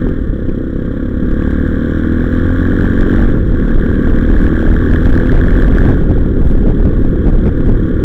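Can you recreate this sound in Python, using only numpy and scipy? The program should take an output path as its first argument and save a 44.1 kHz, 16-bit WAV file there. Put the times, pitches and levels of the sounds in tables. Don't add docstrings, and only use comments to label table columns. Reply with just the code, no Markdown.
import sys
import numpy as np
from scipy import signal
from scipy.fft import rfft, irfft, next_fast_len
from scipy.io import wavfile
from scipy.ndimage import uniform_filter1d

SR = 44100
rng = np.random.default_rng(int(sys.argv[2]) if len(sys.argv) > 2 else 0)


def digitize_waveform(pressure):
    field = np.atleast_2d(pressure).T
    bounded = np.clip(field, -1, 1)
    quanta = np.round(bounded * 32767).astype(np.int16)
    wavfile.write(sys.argv[1], SR, quanta)


N = 354563
TIME = np.arange(N) / SR

# time_s, firing_rate_hz
REVS = [(0, 42.23), (.13, 41.96), (.3, 32.34), (.65, 32.54), (1.35, 36.13), (2.4, 42.53), (3.03, 45.95),
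        (3.3, 47.27), (3.42, 46.57), (3.55, 37.45), (4.45, 39.69), (5.6, 43.21), (6, 44.09), (6.15, 43),
        (6.35, 36.7), (7.1, 36.1), (8.04, 35.7)]
# time_s, share_of_top_speed (0-1)
AIRSPEED = [(0, 0.3), (1, 0.19), (2.2, 0.43), (3.1, 0.73), (4.3, 0.8), (5.9, 0.93), (7.3, 0.88),
            (8.04, 0.75)]
# pitch_hz, width_hz, level_db
METAL_MODES = [(820, 340, -9), (1148, 194, 5), (1437, 216, 7), (1619, 160, 7.5), (1747, 317, 3),
               (2166, 540, -12.5)]
# pitch_hz, width_hz, level_db
HOUSING_MODES = [(3287, 640, -1), (3735, 840, -10), (5200, 870, -21.5), (5700, 550, -18.5),
                 (6980, 830, -19.5), (8040, 910, -22.5), (9900, 1100, -26.5), (13100, 1700, -27.5),
                 (14800, 2100, -23.5)]


def exhaust(cycles, spread_db=0.36, bark_db=-29, gas_db=-25, shell_db=-28, hum_db=-28):
    # pitch_hz, width_hz, level_db
    pipe_modes = [(49.4, 20, -7.5), (74.3, 57.8, 1.5), (178.5, 46.4, -2.5), (252.7, 83, 2),
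                  (323.3, 39, -1.5), (398.8, 34, -10.5), (465.5, 38, -11), (503.7, 53.6, -8.5),
                  (579, 83, -22.5)]
    # pitch_hz, width_hz, level_db
    bark_modes = [(665, 96, -6), (835, 120, -11.5), (1135, 63, -2.5), (1300, 270, -8.5)]
    clicks = np.diff(np.floor(cycles - .67), prepend=-1) * amp(spread_db * noise())
    body = thinned(muffler(ring(clicks, pipe_modes)))
    thumps = steadied(body + amp(bark_db) * ring(clicks, bark_modes), size=8000)
    puffs = noise() * burst(cycles, at=.86, width=.11)
    gas = amp(gas_db) * ring(puffs, pipe_modes)
    shell = amp(shell_db) * ring(puffs, METAL_MODES)
    hum = amp(hum_db) * evened(np.cos(4 * np.pi * (cycles - .86)))
    gain = effort(rest_db=-20.5, throttle_db=9, airspeed_db=-2, octave_db=2) * overrun()
    return gain * (thumps + gas + shell) + hum


def muffler(x, centre_hz=330, width_hz=170):
    radius = np.exp(-np.pi * width_hz / SR)
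    poles = [1, -2 * radius * np.cos(2 * np.pi * centre_hz / SR), radius ** 2]
    return signal.lfilter(poles[::-1], poles, x)


def thinned(x, shut_db=4.0, open_db=-2.5, edge_hz=370):
    upper = signal.sosfiltfilt(signal.butter(4, edge_hz, "high", fs=SR, output="sos"), x)
    upper_gain = amp(shut_db + (open_db - shut_db) * throttle())
    return x + (upper_gain - 1) * upper


def overrun(dip_db=-2.5, full_fall_hz_per_s=50):
    fall = uniform_filter1d(-np.gradient(curve(REVS)) * SR, size=3000)
    return amp(dip_db * np.clip(fall / full_fall_hz_per_s, 0, 1))


def throttle():
    # time_s, opening (0-1)
    twist_grip = [(0, 0.33), (.22, 0), (.72, 0.02), (.92, 0.25), (1.18, 0.19), (1.42, 0.69), (2.1, 0.68),
                  (2.7, 0.83), (3.22, 0.85), (3.44, 0.04), (3.62, 0.64), (4.4, 0.81), (5.2, 0.9),
                  (5.88, .82), (6.05, 0.06), (7.1, 0.09), (8.04, 0.3)]
    return np.clip(curve(twist_grip), 0, 1)


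def effort(rest_db, throttle_db, airspeed_db, octave_db, low_revs_hz=33):
    octaves = np.log2(curve(REVS) / low_revs_hz)
    return amp(rest_db + throttle_db * throttle() + airspeed_db * curve(AIRSPEED) + octave_db * octaves)


def rasp(cycles, pitch_hz=1487, rise_hz=180, uneven_db=5.2, grit_db=-8, fizz_db=-19, loose_db=-1):
    centre, crack_lead_s = .4412, .0012
    strength = amp(uneven_db * curve(AIRSPEED) * np.tanh(drift(17)))
    gate = burst(cycles, at=centre, width=.054) * strength
    from_centre_s = cycle_offset(cycles, centre) / curve(REVS)
    phase = 2 * np.pi * (pitch_hz + rise_hz * throttle()) * from_centre_s
    tone = evened(gate * np.sin(phase + .49 * drift(200)))
    crack = noise() * np.roll(gate, -int(crack_lead_s * SR))
    grit = amp(grit_db) * ring(crack, METAL_MODES)
    fizz = amp(fizz_db) * ring(crack, HOUSING_MODES)
    hard = steadied(tone + grit + fizz, size=8000)
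    hard_share = .8 * throttle() ** 2
    taps = burst(cycles, at=.88, width=.06) + .6 * burst(cycles, at=.17, width=.05)
    flutter = .8 + 1.5 * np.sqrt(hard_share) * taps
    whirr = amp(loose_db) * steadied(ring(noise() * flutter, METAL_MODES), size=8000)
    blend = np.sqrt(hard_share) * hard + np.sqrt(1 - hard_share) * whirr
    return effort(rest_db=-42.5, throttle_db=12, airspeed_db=2.5, octave_db=6.5) * blend


def clatter(cycles, grain_db=2):
    taps = burst(cycles, at=.92, width=.06) + .7 * burst(cycles, at=.15, width=.05)
    sizzle = noise() * amp(grain_db * drift(250))
    gain = effort(rest_db=-56.5, throttle_db=6, airspeed_db=2, octave_db=4.5)
    return gain * ring(sizzle * (1 + taps), HOUSING_MODES)


def wind_rumble(rest_db=-21, airspeed_db=6.55, unsteady_db=1.5):
    # frequency_hz, level_db
    rumble_colour = [(6, -18.5), (18, -3), (30, 1.5), (48, -7), (70, -13), (120, -39), (400, -85)]
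    # start_s, length_s, relative_level_db
    surges = [(1.313, 0.029, -10.5), (2.989, 0.032, -8), (3.13, 0.23, -10.5), (3.47, 0.071, -11.5),
              (3.718, 0.083, -8), (4.07, 0.11, -8.5), (4.243, 0.25, -9), (4.649, 0.11, -8),
              (4.913, 0.037, -10), (5.048, 0.13, -6), (5.33, 0.68, -8), (6, 0.046, -11.5),
              (6.195, 0.032, -10), (6.386, 0.24, -6), (6.784, 0.052, -9), (6.924, 0.19, -10),
              (7.295, 0.11, -8), (7.616, 0.17, -11.5)]
    surging = sum(amp(db + 1) * swell(start_s + length_s / 2, half_width_s=.026 + .66 * length_s)
                  for start_s, length_s, db in surges)
    flow = amp(rest_db + airspeed_db * curve(AIRSPEED) + unsteady_db * drift(6.6))
    return np.hypot(flow, surging) * steadied(colour(noise(), rumble_colour), size=3000)


def wind_buffeting(rest_db=-24, airspeed_db=11.23, lumpy_db=1.5, shove_hz=27):
    # frequency_hz, level_db
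    eddy_colour = [(25, -11.5), (55, -1.5), (85, 1), (130, -1.5), (220, -3.5), (330, -5.5), (400, -8.5),
                   (500, -16.5), (570, -25), (680, -40.5), (1100, -38), (2500, -56.5), (6000, -80)]
    # peak_s, buffeting_db, half_width_s, shove_db
    gusts = [(0.07, -18.5, 0.053, -12.5), (0.302, -21, 0.022, -8.5), (0.492, -15, 0.017, -11),
             (1.25, -13, 0.033, -21), (1.326, -20, 0.013, -11), (3.175, -19, 0.076, -12),
             (3.365, -12, 0.046, -15), (3.769, -20, 0.034, -10.5), (4.391, -15.5, 0.1, -11.5),
             (5.359, -9, 0.056, 1), (5.885, -7, 0.06, -19), (6.11, -10.5, 0.039, -21),
             (6.503, -17.5, 0.049, -12), (6.684, -10.5, 0.052, -4.5), (6.873, -11, 0.052, -17),
             (7.279, -7, 0.03, -8), (7.472, -7, 0.038, -17.5), (7.71, -12, 0.077, -14)]
    lumps = noise() * amp(lumpy_db * drift(23.8))
    eddies = steadied(colour(lumps, eddy_colour), size=3000)
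    gusting, shove = np.zeros(N), np.zeros(N)
    for peak_s, buffeting_db, half_width_s, shove_db in gusts:
        gust = swell(peak_s, half_width_s)
        gusting += amp(buffeting_db) * gust
        shove += amp(shove_db) * gust * np.cos(2 * np.pi * shove_hz * (TIME - peak_s))
    flow = amp(rest_db + airspeed_db * curve(AIRSPEED))
    return np.hypot(flow, gusting) * eddies + shove


def ticks(boost_db=14, half_width_s=.0016):
    # time_s, relative_level_db
    snaps = [(0.088, -44), (0.4853, -50), (0.496, -47), (1.3132, -43), (1.423, -43.5), (1.5083, -42),
             (6.5131, -42), (7.2794, -47), (7.456, -43), (7.4789, -41)]
    # frequency_hz, level_db
    snap_colour = [(200, -5), (700, -2.5), (2000, -7.5), (5000, -27.5), (10000, -38), (16000, -45)]
    gate = sum(amp(boost_db + db) * swell(time_s + half_width_s / 2, half_width_s)
               for time_s, db in snaps)
    return gate * evened(colour(noise(), snap_colour))


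def whine(pitch_hz=1809, level_db=-50, waver=.0025, fade_s=.98):
    phase = 2 * np.pi * np.cumsum(pitch_hz * (1 + waver * drift(25))) / SR
    return amp(level_db) * swell(0, fade_s) * evened(np.sin(phase))


def amp(db):
    return 10 ** (np.asarray(db) / 20)


def evened(x):
    return x / np.sqrt(np.mean(x ** 2) + 1e-20)


def steadied(x, size):
    return x / np.sqrt(uniform_filter1d(uniform_filter1d(x ** 2, size), size // 2) + 1e-12)


def curve(rows):
    return np.interp(TIME, *np.transpose(rows))


def swell(peak_s, half_width_s):
    near = abs(TIME - peak_s) < 3 * half_width_s
    shape = np.zeros(N)
    shape[near] = np.exp(-2 * ((TIME[near] - peak_s) / half_width_s) ** 2)
    return shape


def cycle_offset(cycles, at):
    return (cycles - at + .5) % 1 - .5


def burst(cycles, at, width):
    return np.exp(-.5 * (cycle_offset(cycles, at) / width) ** 2)


def noise():
    return rng.standard_normal(N)


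def drift(hz):
    size = next_fast_len(N, True)
    rolloff = np.exp(-(np.fft.rfftfreq(size, 1 / SR) / hz) ** 2)
    return evened(irfft(rfft(noise(), size) * rolloff, size)[:N])


def colour(x, points):
    hz, db = np.transpose(points)
    log_hz = np.log(np.fft.rfftfreq(16384, 1 / SR) + 1)
    cepstrum = irfft(np.log(amp(np.interp(log_hz, np.log(hz), db))))
    half = len(cepstrum) // 2
    cepstrum[1:half] *= 2
    cepstrum[half + 1:] = 0
    impulse = irfft(np.exp(rfft(cepstrum)))[:half]
    return signal.oaconvolve(x, impulse)[:N]


def ring(x, modes, floor_db=-42.5):
    hz = np.geomspace(10, SR / 2, num=1500)
    power = np.zeros_like(hz)
    for pitch_hz, width_hz, db in modes:
        power += amp(db) ** 2 / (1 + ((hz - pitch_hz) / (width_hz * .63)) ** 2) ** 3
        power += amp(db + floor_db) ** 2 / (1 + (hz / pitch_hz) ** 8)
    return evened(colour(x, np.column_stack([hz, 10 * np.log10(power)])))


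def scene():
    cycles = np.cumsum(curve(REVS) * (1 + .001 * drift(10))) / SR
    engine = exhaust(cycles) + rasp(cycles) + clatter(cycles)
    return (engine + wind_rumble() + wind_buffeting() + ticks() + whine())[None]


def record(dry, drive_db=0.5, ceiling=.71, cutoff_hz=16150):
    clipped = np.clip(dry * amp(drive_db), -ceiling, ceiling)
    lowpass = signal.firwin(255, cutoff_hz, window=("kaiser", 9), fs=SR)
    return signal.filtfilt(lowpass, 1, clipped)


dry = scene()
out = record(dry)
digitize_waveform(out)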